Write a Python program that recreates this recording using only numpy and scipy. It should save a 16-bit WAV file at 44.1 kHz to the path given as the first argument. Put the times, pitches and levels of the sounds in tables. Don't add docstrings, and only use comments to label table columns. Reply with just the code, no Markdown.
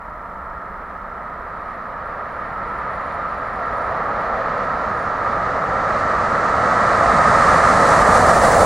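import sys
import numpy as np
from scipy.fft import rfft, irfft, next_fast_len
from scipy.io import wavfile
from scipy.ndimage import uniform_filter1d, minimum_filter1d

SR = 44100
rng = np.random.default_rng(int(sys.argv[2]) if len(sys.argv) > 2 else 0)


def generate_wav(sig):
    pcm = np.round(np.clip(np.atleast_2d(sig).T, -1, 1) * 32767).astype(np.int16)
    wavfile.write(sys.argv[1], SR, pcm)


N = 381465
TIME = np.arange(N) / SR
SIZE = next_fast_len(N + 4096, real=True)
HZ = np.maximum(np.arange(SIZE // 2 + 1) * SR / SIZE, 1)

ARRIVAL_S = 9.044
SPEED_M_PER_S = 25
TRACK_M = 6.7


def from_db(db):
    return 10 ** (np.asarray(db) / 20)


def in_time(rows):
    s, *columns = np.transpose(rows)
    return [np.interp(TIME, s, column) for column in columns]


def over_hz(rows):
    hz, *columns = np.transpose(rows)
    return [np.interp(np.log(HZ), np.log(hz), column) for column in columns]


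def colour(spectrum):
    last_hz = spectrum[-1][0]
    steep_fall = np.minimum(last_hz / HZ, 1) ** 4
    return from_db(over_hz(spectrum)[0]) * steep_fall


def resonances(modes):
    power = 0
    for hz, width, db in modes:
        power = power + from_db(db) ** 2 / (1 + ((HZ - hz) / width) ** 2 * 2) ** 2
    last_hz = modes[-1][0]
    return np.sqrt(power) / (1 + (HZ / last_hz / 2) ** 4)


def excite(gain, low_hz=0, high_hz=SR):
    power = np.sum(gain[(HZ > low_hz) & (HZ < high_hz)] ** 2)
    white = rng.standard_normal((2, len(HZ), 2)).view(complex)[..., 0]
    return white * gain * SIZE / np.sqrt(power) / 2


def wave(spectra):
    return irfft(spectra, SIZE)[..., :N]


def drift(rate):
    knots = rng.standard_normal(200)
    return np.interp(TIME * rate, np.arange(len(knots)), knots)


def swell_db(at_s, half_s, height_db):
    return height_db * np.exp(-((TIME - at_s) / half_s) ** 2)


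def ahead_m():
    return SPEED_M_PER_S * (ARRIVAL_S - TIME)


def closeness():
    return TRACK_M / np.hypot(ahead_m(), TRACK_M)


def carried_db(level_db, loss_db_per_m, near_db, rough_share):
    # t/s, level/dB
    roughness = [(0, .3), (1.4, -.3), (2.3, .2), (2.85, 1.0), (3.55, 0), (3.95, 1.0), (5.2, -.3), (6.5, .6),
                 (7.45, 2.3), (8.1, 1.5), (8.65, -1.2)]
    rough_db = rough_share * in_time(roughness)[0]
    return level_db + rough_db - loss_db_per_m * ahead_m() + near_db * closeness()


def doppler(sound):
    # t/s, pitch factor
    pitch = [(0, 1.006), (3.5, 1.003), (7.0, .996), (8.65, .984)]
    place = np.cumsum(in_time(pitch)[0])
    return np.array([np.interp(place, np.arange(N), part, period=N) for part in sound])


def far_drone(level_db=-40.5):
    # f/Hz, width/Hz, level/dB
    far_modes = [(190, 36, -1.5), (613, 62, -4.5), (917, 45, 3), (990, 30, 4), (1338, 17, 8)]
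    return from_db(level_db) * wave(excite(resonances(far_modes)))


def outdoor_rumble(level_db=-42.0):
    # f/Hz, level/dB
    outdoors = [(10, -17), (25, -0.5), (45, -1.5), (63, 1.5), (85, -10.5), (130, -19), (400, -17.5),
                (2000, -58)]
    return from_db(level_db) * wave(excite(colour(outdoors)))


def rolling(uneven_db=0.7):
    # f/Hz, level/dB
    ground = [(15, -21), (30, -10), (52, 0), (85, -2), (112, 1), (135, -3), (165, .5), (195, -1),
              (228, 0.5), (280, -3.5), (350, -8), (600, -15), (1500, -61)]
    sleepers = [(200, -39), (350, -14.5), (430, -6.5), (510, -1.5), (640, 1), (720, -0.5), (790, -2),
                (900, -5), (1100, -11), (1500, -22), (2600, -49)]
    rails = [(500, -18.5), (800, -5.5), (950, 3), (1100, 4.5), (1350, 3), (1480, -0.5), (1620, .5),
             (1900, -.5), (2050, -7.5), (2200, -14), (2380, -18), (2560, -29.5), (3200, -30.5), (5000, -53)]
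    # f/Hz, width/Hz, level/dB
    wheel_modes = [(1100, 25, -9), (1173, 50, -4.5), (1223, 41, -2), (1266.4, 33, 0.5), (1328, 26, -2),
                   (1358, 57, -5)]
    # level/dB, loss along the line/(dB/m),
    # change at close range/dB, weight of the roughness
    ground_carry = (-23.1, .115, .4, 1.2)
    sleeper_carry = (-15.9, .115, 5.8, .45)
    rail_carry = (-16.7, .096, -2.6, 1.9)
    wheel_carry = (-14.1, .101, -12.3, 1.05)
    # t/s, half length/s, level/dB
    roar_swell = (4.1, .42, 4.2)

    out = from_db(carried_db(*ground_carry)) * wave(excite(colour(ground)))
    sleeper_db = carried_db(*sleeper_carry) + swell_db(*roar_swell)
    out += from_db(sleeper_db) * wave(excite(colour(sleepers)))
    out += from_db(carried_db(*rail_carry)) * wave(excite(colour(rails)))
    ring = doppler(wave(excite(resonances(wheel_modes))))
    wheel_db = carried_db(*wheel_carry) + uneven_db * drift(9)
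    return out + from_db(wheel_db) * ring


def faint_hiss_and_ticks(hiss_db=-66.6, tick_db=-66.0, tick_s=0.0027, period_s=0.04):
    # f/Hz, width/Hz, level/dB
    tick_mode = [(5350, 670, 0)]
    pulses = np.exp(-((TIME % period_s - period_s / 2) / tick_s) ** 2)
    hiss = from_db(hiss_db) * rng.standard_normal((2, N))
    return hiss + from_db(tick_db) * pulses * wave(excite(resonances(tick_mode)))


def rail_song(waver_db=1.3):
    # t/s, level/dB
    singing = [(0, -78), (1.9, -77.5), (2.9, -67), (5.9, -65.5), (8.65, -68)]
    # f/Hz, width/Hz, level/dB
    rail_modes = [(2430, 35, -4), (5600, 120, -12), (7050, 250, -14), (7180, 130, -5.5), (7610, 130, -12),
                  (9585, 70, -8), (9630, 53, 3.5), (10900, 370, -18)]
    level_db = in_time(singing)[0] + waver_db * drift(8)
    return from_db(level_db) * wave(excite(resonances(rail_modes)))


def contact_hiss(air_db_per_s=3.05, air_power=1.45, near_s=0.45, far_s=5.7, flutter_db=0.7):
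    # f/Hz, level/dB
    hiss = [(1500, -0.5), (2150, 7), (2600, -0.7), (3250, -5.0), (3900, 0), (4400, 1), (5100, -1.5),
            (6300, 0.5), (8700, 1.0), (10000, -2.3), (12000, -9.5), (15500, -15)]
    # level/dB, loss/(dB/m), change at close range/dB, weight of the roughness
    hiss_carry = (-36.6, .156, 5.4, 1.8)
    level_db = carried_db(*hiss_carry) + flutter_db * drift(18)
    away_s = np.clip(ARRIVAL_S - near_s - TIME, 0, far_s)
    drive = excite(colour(hiss), 3300, 5500)
    centres = np.linspace(2000, 16000, 11)
    out = np.zeros((2, N))
    for hz, share in zip(centres, np.eye(len(centres))):
        loss_db = air_db_per_s * ((hz / 4300) ** air_power - 1) * away_s
        band = wave(drive * np.interp(HZ, centres, share))
        out += from_db(level_db - loss_db) * band
    return out


def locomotive(blower_db=-16.0, blower_falloff=1.1, boom_db=-22.0, boom_falloff=1.35):
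    # f/Hz, width/Hz, level/dB
    blower_mode = [(689, 18, 0)]
    boom_mode = [(76, 30, 0)]
    # t/s, half length/s, level/dB
    blower_swell = (7.08, .28, 8.0)
    blower = from_db(blower_db + swell_db(*blower_swell)) * wave(excite(resonances(blower_mode)))
    boom = from_db(boom_db) * wave(excite(resonances(boom_mode)))
    return blower * closeness() ** blower_falloff + boom * closeness() ** boom_falloff


def microphone(sound):
    # f/Hz, left-right level/dB, left lead/rad, scattered against direct level/dB
    ports = [(100, -1, 0, -29), (550, -.6, 0, -22), (900, -.8, 0, -17.5), (1280, -2.3, 0, -15),
             (1900, 0, 0, -15), (2750, 0, 0, -21), (3700, 0, 0, -16.5), (6300, -.6, 0, -13.5),
             (9400, -5, -.65, -10.5), (10500, -8, -1.6, -1), (11300, -5, -3.1, -6), (12700, 1, -3.3, -9.5),
             (14200, 4.5, -4.2, -2.5), (15600, 1, -6.2, -8)]
    direct, scattered = rfft(sound, SIZE)
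    balance_db, lead, scatter_db = over_hz(ports)
    ratio, scatter = from_db(balance_db), from_db(scatter_db)
    left = (direct + scatter * scattered) * ratio * np.exp(1j * lead)
    right = direct - scatter * scattered
    even_power = np.sqrt(2 / (1 + ratio ** 2) / (1 + scatter ** 2))
    return wave(np.array([left, right]) * even_power)


def scene():
    # t/s, level/dB
    surges = [(7.91, 1.5), (8.005, 1.7), (8.16, 1.2), (8.295, 2.2), (8.448, 3.6), (8.533, 1.6),
              (8.615, 2.4)]
    surge_db = sum(swell_db(s, 0.024, db) for s, db in surges)
    background = far_drone() + outdoor_rumble()
    train = rolling() + rail_song() + contact_hiss() + locomotive()
    return microphone(train * from_db(surge_db) + background) + faint_hiss_and_ticks()


def record(dry, release_db_per_s=52.0, ceiling=0.93, cutoff_hz=15780):
    over_db = np.maximum(20 * np.log10(np.abs(dry).max(axis=0) / ceiling + 1e-9), 0)
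    release_db = release_db_per_s * TIME
    duck_db = np.maximum.accumulate(over_db + release_db) - release_db
    smooth_db = uniform_filter1d(minimum_filter1d(-duck_db, size=32), size=32)
    limited = dry * from_db(smooth_db)
    top_cut = np.clip((cutoff_hz - HZ) / 80, 0, 1)
    return wave(rfft(limited, SIZE) * top_cut)


dry = scene()
out = record(dry)
generate_wav(out)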